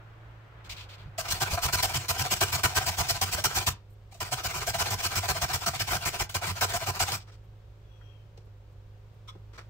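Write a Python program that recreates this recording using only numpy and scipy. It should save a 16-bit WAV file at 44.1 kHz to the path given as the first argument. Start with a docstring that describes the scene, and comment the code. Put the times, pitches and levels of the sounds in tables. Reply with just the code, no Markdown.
"""Grating a carrot in the kitchen

A steel box grater stands on a chopping board, close to a phone's two microphones. A carrot is rasped
fast up and down it: the teeth bite in dense grains, the thin walls ring, the hollow box knocks and the
board thuds. Hands brush things before and after, and the grater squeaks as it tips. Behind it all
are the air of the room and a humming motor."""
import sys
import numpy as np
from scipy import signal
from scipy.fft import rfft, irfft, next_fast_len
from scipy.io import wavfile
from scipy.ndimage import uniform_filter1d, map_coordinates

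SR = 44100
rng = np.random.default_rng(int(sys.argv[2]) if len(sys.argv) > 2 else 0)


def dump_mix(stems):
    """Bounce the given channels to the path in sys.argv[1] as a 16-bit WAV at rate SR."""
    frames = np.atleast_2d(stems).T  # one column per channel
    limited = np.clip(frames, -1, 1)  # hard clip at full scale
    pcm = np.round(limited * 32767).astype(np.int16)
    wavfile.write(sys.argv[1], SR, pcm)


N = 427547

# Background noises. Each row: frequency in Hz, relative level in dB.
AIR_COLOUR = [(76, -34), (130, -3.5), (162, -10), (250, -22), (310, -17.5), (384, -14.5), (519, -16),
              (673, -23), (744, -20.5), (1600, -25.5), (1870, -28.5), (3280, -30.5), (8000, -42),
              (9300, -45.5), (11200, -53), (12900, -43), (15700, -46.5)]
RUSTLE_COLOUR = [(180, -32.5), (300, -3.5), (454, -9), (508, -9), (548, -3.5), (1510, -3), (3290, -16.5),
                 (6000, -37.5), (7800, -63.5), (13200, -120)]
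RUMBLE_COLOUR = [(12, -38.5), (20, -0.5), (59, 4), (87, -1), (108, -9), (128, -12), (151, -12),
                 (178, -17.5), (200, -21), (260, -53.5), (440, -120)]
TICK_COLOUR = [(5000, -30), (7500, 0), (10500, -5), (13000, 3), (15700, -7.5)]
# A soft opening rustle and faint treble ticks. Each row: time in seconds, level in dB.
RUSTLE_LEVEL = [(0, -58.5), (.4, -58), (.7, -55), (1.2, -57.5), (1.6, -86)]
TICKS = [(3.908, -71), (3.935, -72), (7.45, -78), (8.455, -78.5), (8.727, -79), (9.145, -79)]
# The motor's drift. Each row: time in seconds, pitch in Hz.
MOTOR_PITCH = [(0, 109.3), (.6, 112.5), (.7, 100.2), (1.1, 102.4), (3.8, 103.9), (8.3, 104), (8.5, 101.9),
               (9.69, 105)]
# Its overtones. Each row: multiple of the pitch, level in dB against the fundamental.
MOTOR_OVERTONES = [(.5, -8), (1.5, -21.5), (3, -31.5), (3.5, -31.5), (4, -25), (5, -23), (5.5, -27),
                   (6, -31.5), (7, -29.5), (9, -34.5)]
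# The room's decay. Each row: frequency in Hz, seconds to fall 60 dB.
KITCHEN_T60 = [(200, .3), (1000, .25), (4000, .2), (12000, .1)]
# Room air and close sounds across the microphones. Each row: frequency in Hz, left-right likeness.
AIR_LIKENESS = [(60, 0.95), (150, 0.71), (300, 0.51), (700, 0.42), (1400, .1), (15000, 0.015)]
NEAR_LIKENESS = [(60, 1), (150, .96), (280, 0.65), (700, 0.72), (1500, 0.28), (4000, 0.21), (12000, .15)]
# Their lean to one side. Each row: frequency in Hz, left over right in dB.
AIR_BALANCE = [(60, 0.5), (110, -1), (200, -3), (380, 2), (700, 1), (1290, 0.5), (2380, 1), (4400, 1.5),
               (8120, 2.5), (15000, -7)]
NEAR_BALANCE = [(60, -2.5), (110, -1.5), (200, -2.5), (380, -2), (700, 0.5), (1290, -1.5), (2380, 1),
                (4400, 1), (8120, 1.5), (15000, -7)]

# Friction of a light brush, a hand on steel, the duller return stroke and the bright bite of the teeth.
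# Each row: frequency in Hz, relative level in dB.
BRUSH_COLOUR = [(1290, -38.5), (2200, 0), (4650, 0.5), (6000, -1), (6410, -9), (7800, -7), (10200, -19),
                (13000, -20), (15700, -19)]
STEEL_COLOUR = [(1290, -30), (2200, 2), (4650, 1.5), (6000, -4), (7800, -7), (10200, -18), (13000, -14),
                (15700, -15)]
SLIDE_COLOUR = [(1290, -19), (2200, -3), (3750, -2.5), (5350, -4), (8000, -7), (8900, -11.5),
                (10700, -15.5), (13200, -13), (15700, -13)]
TEETH_COLOUR = [(1290, -16.5), (2200, -4), (2610, -5.5), (2980, -2.5), (3750, -6.5), (4250, -3),
                (5350, -1.5), (6620, -5), (8000, -4), (8900, -10), (10700, -13), (13200, -9), (15700, -11)]
# Resonances of the board on its table, the grater's walls and each kind of handling.
# Each row: frequency in Hz, width in Hz, relative level in dB.
BOARD_MODES = [(55.6, 83, -8.5), (94.6, 28.2, 0.5), (147.4, 36.6, -2.5), (195.7, 64, -7), (270, 90, -14.5)]
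WALL_MODES = [(323.3, 90, -12.5), (406.5, 110, -8), (477, 63, -8), (720, 114, -1.5), (1004, 98, -1),
              (1190, 75, -1.5), (1344, 88, -1.5), (1550, 99, -1.5), (1844, 310, -10), (2340, 170, -5),
              (2860, 220, -11.5), (2970, 66, -7.5), (4320, 170, -10.5), (5210, 69, -16.5), (7030, 36, -15)]
GRIP_MODES = [(945, 300, -8), (1336, 260, -6), (2400, 600, -1), (3400, 900, 0), (4500, 700, -3)]
SHRED_MODES = [(422, 240, 0), (940, 250, 1.5), (1350, 300, 4.5), (2280, 980, -6)]
SCRAPE_MODES = [(1013, 73, -8), (1260, 75, -2.5), (2130, 110, -10), (3400, 190, -4), (4000, 96, -12),
                (5400, 230, -14)]
BUMP_MODES = [(347, 126, 3), (503, 200, -0.5), (800, 300, -7), (1400, 610, -15)]
POP_MODES = [(1370, 170, 0), (1900, 350, -7)]
# How far a change of grip moves the tone. Each row: frequency in Hz, share of the full depth.
SHIFT_SHARE = [(200, .1), (500, 0.88), (2000, 0.91), (15000, 0.85)]

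# Handling. Each row: start and length in seconds, rasp in dB, ring in dB above the rasp, thud in dB.
GRIPS = [(.645, .036, -56.5, -3, -51), (.696, .041, -41, -6, -45), (.74, 0.02, -57, 2, -61.5),
         (.765, .061, -51, 4, -60), (.822, .034, -57, 0, -67), (.89, .07, -56, 4, -75),
         (.98, .063, -64, 6, -57.5), (1.05, .0384, -75, 8, -43)]  # hands turn the grater and set it up
TOUCHES = [(7.2, 0.035, -56, -11, -67), (7.272, 0.037, -62, 4.5, -59), (7.318, 0.041, -61, -2, -63),
           (9.533, 0.04, -60, 5, -53.5), (9.579, 0.025, -52.5, 6.5, -71), (9.61, 0.0098, -61.5, 6, -66)]  # hands brush shreds and board
SCRAPE = [(9.279, 0.029, -58, 12, -62)]  # short and ringing
BUMPS = [(8.374, 0.012, -57.5, 6, -48.5), (8.47, 0.014, -77, 16, -53), (9.351, .014, -75, 23.7, -48)]  # soft, on the board
POP = [(8.009, .016, -80, 20, -72)]
# The tipping grater. Each row: time in seconds, pitch in Hz, level in dB, top band in dB against that.
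SQUEAK_GLIDE = [(7.7, 3430, -100, -8.5), (7.8, 3420, -88, -4), (7.86, 3370, -78, -9), (7.9, 3350, -75, -9),
                (7.945, 3340, -65, -12), (7.98, 3320, -73, -10), (8.025, 3270, -67, -11),
                (8.06, 3270, -69, -8), (8.12, 3240, -68, -13), (8.16, 3140, -66, -20),
                (8.2, 3120, -76.5, -14), (8.27, 3070, -83, -14), (8.32, 3070, -100, -14)]
# The squeak's lower bands. Each row: ratio to the pitch, relative level in dB, blur in Hz.
SQUEAK_BANDS = [(.82, -5.5, 600), (1., 1, 170.6)]

# The carrot strikes the wall. Each row: start in seconds, level in dB, pitch in Hz, contact in seconds.
KNOCKS = [(1.182, -27.5, 703, 0.0091), (1.413, -31, 756, 0.02), (1.573, -24.5, 702, 0.013),
          (1.693, -30, 740, 0.0082), (1.829, -25, 743, 0.014), (2.154, -39, 743, 0.013),
          (2.208, -30, 730, 0.0089), (2.257, -30.5, 774, 0.013), (2.409, -26.5, 740, 0.014),
          (2.637, -29, 740, 0.014), (2.763, -30, 703, 0.014), (2.808, -28, 799, 0.013),
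          (3.096, -30, 680, 0.012), (3.213, -27.5, 766, 0.02), (3.382, -30.5, 642, 0.0097),
          (3.443, -27.5, 762, 0.011), (3.569, -25.5, 708, 0.0082), (4.123, -48.5, 737, 0.011),
          (4.147, -46, 673, 0.0082), (4.32, -30, 734, 0.016), (4.444, -33, 773, 0.011),
          (4.674, -27.5, 702, 0.013), (4.744, -24.5, 703, 0.012), (4.926, -24.5, 770, 0.0072),
          (5.233, -31.5, 726, 0.015), (5.284, -29, 805, 0.012), (5.353, -32.5, 702, 0.01),
          (5.423, -31, 718, 0.012), (5.494, -31.5, 767, 0.016), (5.662, -31, 704, 0.021),
          (5.735, -31, 713, 0.017), (5.879, -33.5, 761, 0.013), (5.927, -29, 745, 0.017),
          (6.421, -30, 683, 0.011), (6.61, -29.5, 690, 0.012), (6.739, -29, 705, 0.014),
          (6.816, -31, 718, 0.014), (6.87, -33, 756, 0.012), (7.001, -29.5, 759, 0.014),
          (7.08, -28.5, 763, 0.012)]
# Light return strokes and first contacts.
# Each row: start and length in seconds, rasp in dB, relative wall ring in dB.
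UPSTROKES = [(1.246, 0.04, -44, 2.5), (1.284, 0.014, -33.5, -2.5), (1.337, 0.053, -41.5, 0),
             (1.457, 0.037, -40.5, 4.5), (1.574, 0.02, -40.5, 6.5), (1.682, 0.016, -38, 6),
             (1.777, 0.034, -32, -3), (1.884, 0.044, -37.5, -2), (1.996, 0.069, -43.5, -0.5),
             (2.146, 0.03, -40, 3), (2.243, 0.031, -35, 0), (2.362, 0.019, -36.5, -2),
             (2.471, 0.042, -37.5, -3), (2.578, 0.026, -37, -0.5), (2.684, 0.06, -43, 0.5),
             (2.807, 0.046, -38, -0.5), (2.912, 0.044, -40, -4), (3.036, 0.05, -38, -3),
             (3.145, 0.033, -36, 0), (3.259, 0.044, -39, -2.5), (3.369, 0.036, -36, -1.5),
             (3.5, 0.04, -39.5, 3), (3.595, 0.038, -36.5, -2), (4.118, 0.018, -54.5, -5),
             (4.143, 0.011, -50.5, -10), (4.238, 0.055, -44.5, 1), (4.375, 0.037, -40, 2),
             (4.493, 0.03, -38, 1), (4.607, 0.034, -36.5, 1.5), (4.741, 0.02, -31, -1),
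             (4.854, 0.038, -34.5, 1), (4.988, 0.029, -34.5, -1.5), (5.103, 0.046, -37, -1),
             (5.23, 0.033, -34.5, -0.5), (5.355, 0.031, -34, 0), (5.489, 0.037, -35.5, -0.5),
             (5.612, 0.036, -38, -0.5), (5.741, 0.027, -35, -3.5), (5.875, 0.021, -33, 0),
             (6.012, 0.035, -40, 0.5), (6.133, 0.037, -36.5, 2), (6.295, 0.0078, -37.5, -4.5),
             (6.422, 0.041, -35.5, 0.5), (6.56, 0.033, -39, -0.5), (6.69, 0.039, -35.5, 1),
             (6.806, 0.044, -38, -2), (6.946, 0.035, -39.5, 2), (7.069, 0.048, -35.5, -3.5)]
# Strokes against the teeth.
# Each row: start, length and rise in seconds, rasp in dB, ring in dB above the rasp, thud in dB.
DOWNSTROKES = [(1.1809, 0.036, 0.0069, -33.5, -7, -45.5), (1.3064, 0.027, 0.0147, -27, -8.5, -32),
               (1.4099, 0.029, 0.023, -27, -1.5, -32.5), (1.5084, 0.05, 0.0272, -31.5, -4, -29),
               (1.6284, 0.04, 0.0272, -26, -5.5, -29.5), (1.7279, 0.031, 0.0092, -25, -4, -31),
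               (1.8264, 0.034, 0.004, -25, -4.5, -37.5), (1.9389, 0.04, 0.0147, -29, -5, -31.5),
               (2.0874, 0.03, 0.013, -25, -4.5, -34.5), (2.1854, 0.043, 0.0272, -29, -6, -31.5),
               (2.3104, 0.032, 0.02, -25, -3, -34), (2.4079, 0.033, 0.0068, -23.5, -1, -32.5),
               (2.5249, 0.041, 0.015, -27.5, -4, -33.5), (2.6339, 0.031, 0.0041, -23, -2, -29),
               (2.7584, 0.03, 0.0272, -24, -2, -31), (2.8619, 0.04, 0.0147, -27.5, -3.5, -34),
               (2.9809, 0.039, 0.0272, -27.5, -1.5, -30.0), (3.0894, 0.03, 0.0204, -24.5, -8, -34),
               (3.2134, 0.029, 0.0045, -24, -6.5, -33.5), (3.3224, 0.032, 0.0272, -27.5, -6.5, -32),
               (3.4399, 0.029, 0.0045, -23, -4, -32.5), (3.5529, 0.04, 0.0272, -27.0, -2.5, -33),
               (3.6664, 0.027, 0.0068, -24, -7.5, -28.5), (4.2039, 0.032, 0.0023, -34, -1, -39),
               (4.3209, 0.023, 0.022, -28, -4.5, -34), (4.4409, 0.034, 0.0204, -31, -3.5, -35),
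               (4.5389, 0.058, 0.0272, -35.5, 0, -39), (4.6679, 0.041, 0.0102, -30.0, -5.5, -36.5),
               (4.7904, 0.038, 0.021, -27, -4, -35.5), (4.9044, 0.045, 0.0068, -31, -5, -34.0),
               (5.0344, 0.041, 0.027, -29, -4, -37.5), (5.1544, 0.039, 0.0081, -28, -4, -32),
               (5.2854, 0.035, 0.017, -26.5, -2, -31.5), (5.4164, 0.034, 0.014, -28.5, 0, -32.5),
               (5.5319, 0.032, 0.0102, -26.5, -6, -35), (5.6619, 0.032, 0.0062, -27.5, -1.5, -32),
               (5.7969, 0.03, 0.0147, -29, -2.5, -34), (5.9029, 0.069, 0.0272, -30.5, -2.5, -35),
               (6.0534, 0.04, 0.0068, -28.5, -2, -34.5), (6.1944, 0.034, 0.0147, -29.5, -1.5, -32),
               (6.3454, 0.025, 0.0102, -28.5, -1.5, -33.5), (6.4644, 0.053, 0.002, -34, -1.5, -34.5),
               (6.6109, 0.042, 0.0087, -26.5, -1, -34.5), (6.7349, 0.041, 0.0086, -31, -1.5, -37.5),
               (6.8664, 0.043, 0.018, -31.5, -0.5, -34), (6.9969, 0.042, 0.014, -27, -2.5, -34.5),
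               (7.1184, 0.043, 0.002, -31.5, -4, -36.5)]
# The carrot leaves the steel at these times, in seconds.
LIFTS = [3.72, 6.25, 6.385, 7.18]

DRAG_T60_S, DRAG_RING_DB, LIFT_FADE_S = .29, -9, .022  # the loose slide after a rub hardly rings
SNAPS_PER_S, SNAP_DB = 400, 7  # single fibres snap on a tooth
SHUDDER_HZ, SHUDDER_SPREAD_HZ, SHUDDER_DB = 89.95, 45, -15.5  # the push slips at an unsteady rate


def amp(db):
    """Gain of a level in dB."""
    return 10 ** (np.asarray(db) / 20)


def unit(x):
    """x at rms 1."""
    return x / np.sqrt(np.mean(x ** 2) + 1e-20)


def along(points, hz):
    """Values between (Hz, value) points, on a log frequency axis."""
    freqs, values = np.transpose(points)
    return np.interp(np.log(hz + 1), np.log(freqs + 1), values)


def curves(rows):
    """One value per sample for each column after the time."""
    times, *columns = np.transpose(rows)
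    return [np.interp(np.arange(N) / SR, times, column) for column in columns]


def wobble(rate):
    """A smooth random curve with rate knots a second."""
    return map_coordinates(rng.standard_normal(int(N * rate / SR) + 4), [np.arange(N) * rate / SR])


def filtered(x, response):
    """x through a frequency response."""
    size = next_fast_len(N + SR // 2)
    return irfft(rfft(x, size) * response(np.fft.rfftfreq(size, 1 / SR)), size)[..., :N]


def coloured(x, colour):
    """x shaped by a (Hz, dB) spectrum; white noise keeps its level."""
    return filtered(x, lambda hz: unit(amp(along(colour, hz))))


def resonate(x, modes):
    """x rings damped resonances of alternating sign; white noise keeps its level."""
    def response(hz):
        total = sum((-1) ** k * amp(db) * 1j * hz * width / (centre ** 2 - hz ** 2 + 1j * hz * width)
                    for k, (centre, width, db) in enumerate(modes))
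        return total / np.sqrt(np.mean(np.abs(total) ** 2))
    return filtered(x, response)


def microphones(pair, likeness, balance, left_lag_s=0):
    """Two signals blend into left and right, with likeness and balance set by frequency."""
    size = next_fast_len(N + SR // 2)
    hz, sign = np.fft.rfftfreq(size, 1 / SR), np.array([[1], [-1]])
    mid, side = rfft(pair, size)
    spread = np.arccos(np.clip(along(likeness, hz), -1, 1)) / 2
    blend = mid * np.cos(spread) + sign * side * np.sin(spread)
    gain = amp(sign * along(balance, hz) / 2)
    delay = np.exp(-1j * np.pi * sign * hz * left_lag_s)
    return irfft(blend * gain * delay, size)[:, :N]


def room_air(tick_s=.012, whine_hz=14465):
    """Room tone all around, with a thin whine, faint ticks and a rustle that fades early."""
    noise = lambda colour: coloured(rng.standard_normal((2, N)), colour)
    t = np.arange(N) / SR
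    rustle_db, = curves(RUSTLE_LEVEL)
    air = amp(-62 + .41 * wobble(4.1)) * noise(AIR_COLOUR)
    rustle = amp(rustle_db + 1.1 * wobble(25)) * noise(RUSTLE_COLOUR)
    ticks = sum(amp(db) * np.exp(-((t - at) / tick_s) ** 2) for at, db in TICKS) * noise(TICK_COLOUR)
    whine = amp(-95) * np.sin(2 * np.pi * whine_hz * t)
    return microphones(air + rustle + ticks, AIR_LIKENESS, AIR_BALANCE) + whine


def motor():
    """A motor hums unsteadily over a low rumble, a little louder in the right microphone."""
    pitch_hz, = curves(MOTOR_PITCH)
    phase = 2 * np.pi * np.cumsum(pitch_hz + 1.1 * wobble(8)) / SR
    fundamental = amp(1.5 * wobble(13)) * np.sin(phase)
    overtones = sum(amp(db + 1.8 * wobble(6.4)) * np.sin(k * phase) for k, db in MOTOR_OVERTONES)
    hum = amp(-52) * np.sqrt(2) * (fundamental + overtones)
    rumble = amp(-57.5) * coloured(rng.standard_normal(N), RUMBLE_COLOUR)
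    return (hum + rumble) * amp([[.1], [1.9]])


def kitchen_reverb(x):
    """The room answers with a short tail whose treble dies first."""
    hz, t, spectra = signal.stft(rng.standard_normal((2, SR // 4)), SR, nperseg=256)
    decay = amp(-60 * t / along(KITCHEN_T60, hz)[:, None])
    tail = signal.istft(spectra * decay, SR, nperseg=256)[1]
    return signal.fftconvolve(x, tail / np.linalg.norm(tail[0]), axes=1)[:, :N]


def contact_forces(rows, release_s, swell_db, drag_db):
    """Rasp, ring and thud envelopes of rubs laid out as DOWNSTROKES: press, hold, then slide loosely."""
    rasp, ring, thud = np.zeros((3, N + SR))
    for start, length, rise, rasp_db, ring_db, thud_db in rows:
        t = np.arange(SR // 4) / SR - .6 * rise
        onset = np.clip(t / rise + .59, 0, 1) ** 1.32  # pressure creeps in, then climbs fast
        swell = amp(swell_db * (np.clip(t / length, 0, 1) - .5))
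        held = swell * np.clip((length - t) / release_s + .5, 0, 1)
        next_lift = min(end for end in LIFTS + [N / SR] if end > start)
        drag = amp(drag_db - 60 * np.clip(t - length, 0, None) / DRAG_T60_S)
        drag *= np.clip((next_lift - start - t) / LIFT_FADE_S + 1, 0, 1)
        pressure = onset * np.hypot(held, drag)
        ring_pressure = onset * np.hypot(held, amp(DRAG_RING_DB) * drag)
        first = round((start + t[0]) * SR)
        span = slice(first, first + len(t))
        rasp[span] = np.hypot(rasp[span], amp(rasp_db) * pressure)
        ring[span] = np.hypot(ring[span], amp(rasp_db + ring_db) * ring_pressure)
        thud[span] = np.hypot(thud[span], amp(thud_db) * pressure)
    return rasp[:N], ring[:N], thud[:N]


def rubbing(forces, colour, modes, grain_db, row_db):
    """Grainy friction hisses and rings the body, while the slipping push shakes the board."""
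    rasp, ring, thud = forces
    snaps = np.convolve(rng.random(N) < SNAPS_PER_S / SR, np.hanning(9), "same")
    # Single teeth catch within a millisecond; rows of teeth come every few milliseconds.
    bite = unit(amp(grain_db * wobble(2500) + row_db * wobble(220) + SNAP_DB * snaps))
    slip_hz = SHUDDER_HZ + SHUDDER_SPREAD_HZ * np.array([wobble(70), wobble(70)])
    shudder = amp(SHUDDER_DB) * signal.sawtooth(2 * np.pi * np.cumsum(slip_hz, axis=1) / SR)
    hiss = coloured(rasp * bite * rng.standard_normal((2, N)), colour)
    body = resonate(ring * bite * rng.standard_normal((2, N)), modes)
    return hiss + body + resonate(thud * shudder, BOARD_MODES)


def shifting_contact(x, depth_db):
    """Grip and point of contact change which resonances speak; the board's bass barely moves."""
    hz, _, spectra = signal.stft(x, SR, nperseg=512)
    drift = uniform_filter1d(rng.standard_normal(spectra.shape[1:]), size=3, axis=0)  # across frequency
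    drift = unit(uniform_filter1d(drift, size=6, axis=1))  # across time
    gain = unit(amp(depth_db * along(SHIFT_SHARE, hz)[:, None] * drift))
    return signal.istft(spectra * gain, nperseg=512)[1][:, :N]


def squeak():
    """The grater tips over its edge: thin, rough bands slip unevenly and glide down together."""
    pitch_hz, level_db, top_db = curves(SQUEAK_GLIDE)
    phase = 2 * np.pi * np.cumsum(pitch_hz + 18 * wobble(25)) / SR

    def band(ratio, blur_hz):
        return wobble(blur_hz) * np.sin(ratio * phase) + wobble(blur_hz) * np.cos(ratio * phase)
    lower = sum(amp(db) * band(ratio, blur_hz) for ratio, db, blur_hz in SQUEAK_BANDS)
    top = amp(top_db) * band(ratio=1.75, blur_hz=450)
    return amp(level_db + 2.2 * wobble(40)) * (lower + top)


def handling(rows, colour, modes, rise_s=.0105):
    """Light touches of the hands, each a brief, soft rub."""
    rubs = [(start, length, min(rise_s, length / 2), *levels) for start, length, *levels in rows]
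    forces = contact_forces(rubs, release_s=.016, swell_db=-2, drag_db=-15)
    return rubbing(forces, colour, modes, grain_db=1, row_db=.9)


def hollow_box(rise_s=.002, t60_s=.026, waver_hz=40):
    """Each knock sounds the box at the pitch the grip allows, as long as the contact lasts, then dies."""
    box, t = np.zeros(N + SR), np.arange(SR // 8) / SR
    waver = 2 * np.pi * np.cumsum(waver_hz * wobble(90)) / SR
    for start, db, hz, contact in KNOCKS:
        span = slice(round(start * SR), round(start * SR) + len(t))
        attack = 1 - np.exp(-t / rise_s)
        decay = amp(db - 2 - 60 * np.clip(t - contact, 0, None) / t60_s)
        box[span] += attack * decay * np.sin(2 * np.pi * hz * t + waver[span])
    return box[:N] * amp(1.9 * wobble(150)) * [[1], [.3]]


def grating(up_rise_s=.031, knock_s=.0087, knock_ring_db=14):
    """Downstrokes bite into the teeth; lighter return strokes slide, and knocks ring the walls."""
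    returns = [(start, length, min(up_rise_s, length), db, ring_db + 1, db - 6.5)
               for start, length, db, ring_db in UPSTROKES]
    knocks = [(start, knock_s, .002, db - 9 - knock_ring_db, knock_ring_db, db - 19)
              for start, db, *_ in KNOCKS]
    down = contact_forces(DOWNSTROKES, release_s=.0063, swell_db=-2, drag_db=-11.5)
    up = contact_forces(returns + knocks, release_s=.013, swell_db=-3.5, drag_db=-5.5)
    bites = rubbing(down, TEETH_COLOUR, WALL_MODES, grain_db=1.64, row_db=.43)
    slides = rubbing(up, SLIDE_COLOUR, WALL_MODES, grain_db=1, row_db=1)
    return shifting_contact(bites + slides, depth_db=3)


def scene():
    """Grater and hands close to the microphones with a little reverb, the motor and room tone behind."""
    touches = handling(GRIPS, STEEL_COLOUR, GRIP_MODES) + handling(TOUCHES, BRUSH_COLOUR, SHRED_MODES)
    close = shifting_contact(touches, depth_db=1.1) + grating() + hollow_box()
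    for rows, modes in (SCRAPE, SCRAPE_MODES), (BUMPS, BUMP_MODES), (POP, POP_MODES):
        close += handling(rows, BRUSH_COLOUR, modes)
    close += squeak()
    in_room = close + amp(-13) * kitchen_reverb(close)
    return microphones(in_room, NEAR_LIKENESS, NEAR_BALANCE, left_lag_s=-.00012) + motor() + room_air()


def record(dry, top_hz=15750, edge_hz=150):
    """The phone keeps nothing above its band limit."""
    return filtered(dry, lambda hz: np.sin(np.pi / 2 * np.clip((top_hz - hz) / edge_hz + .5, 0, 1)) ** 2)


dry = scene()
out = record(dry)
dump_mix(out)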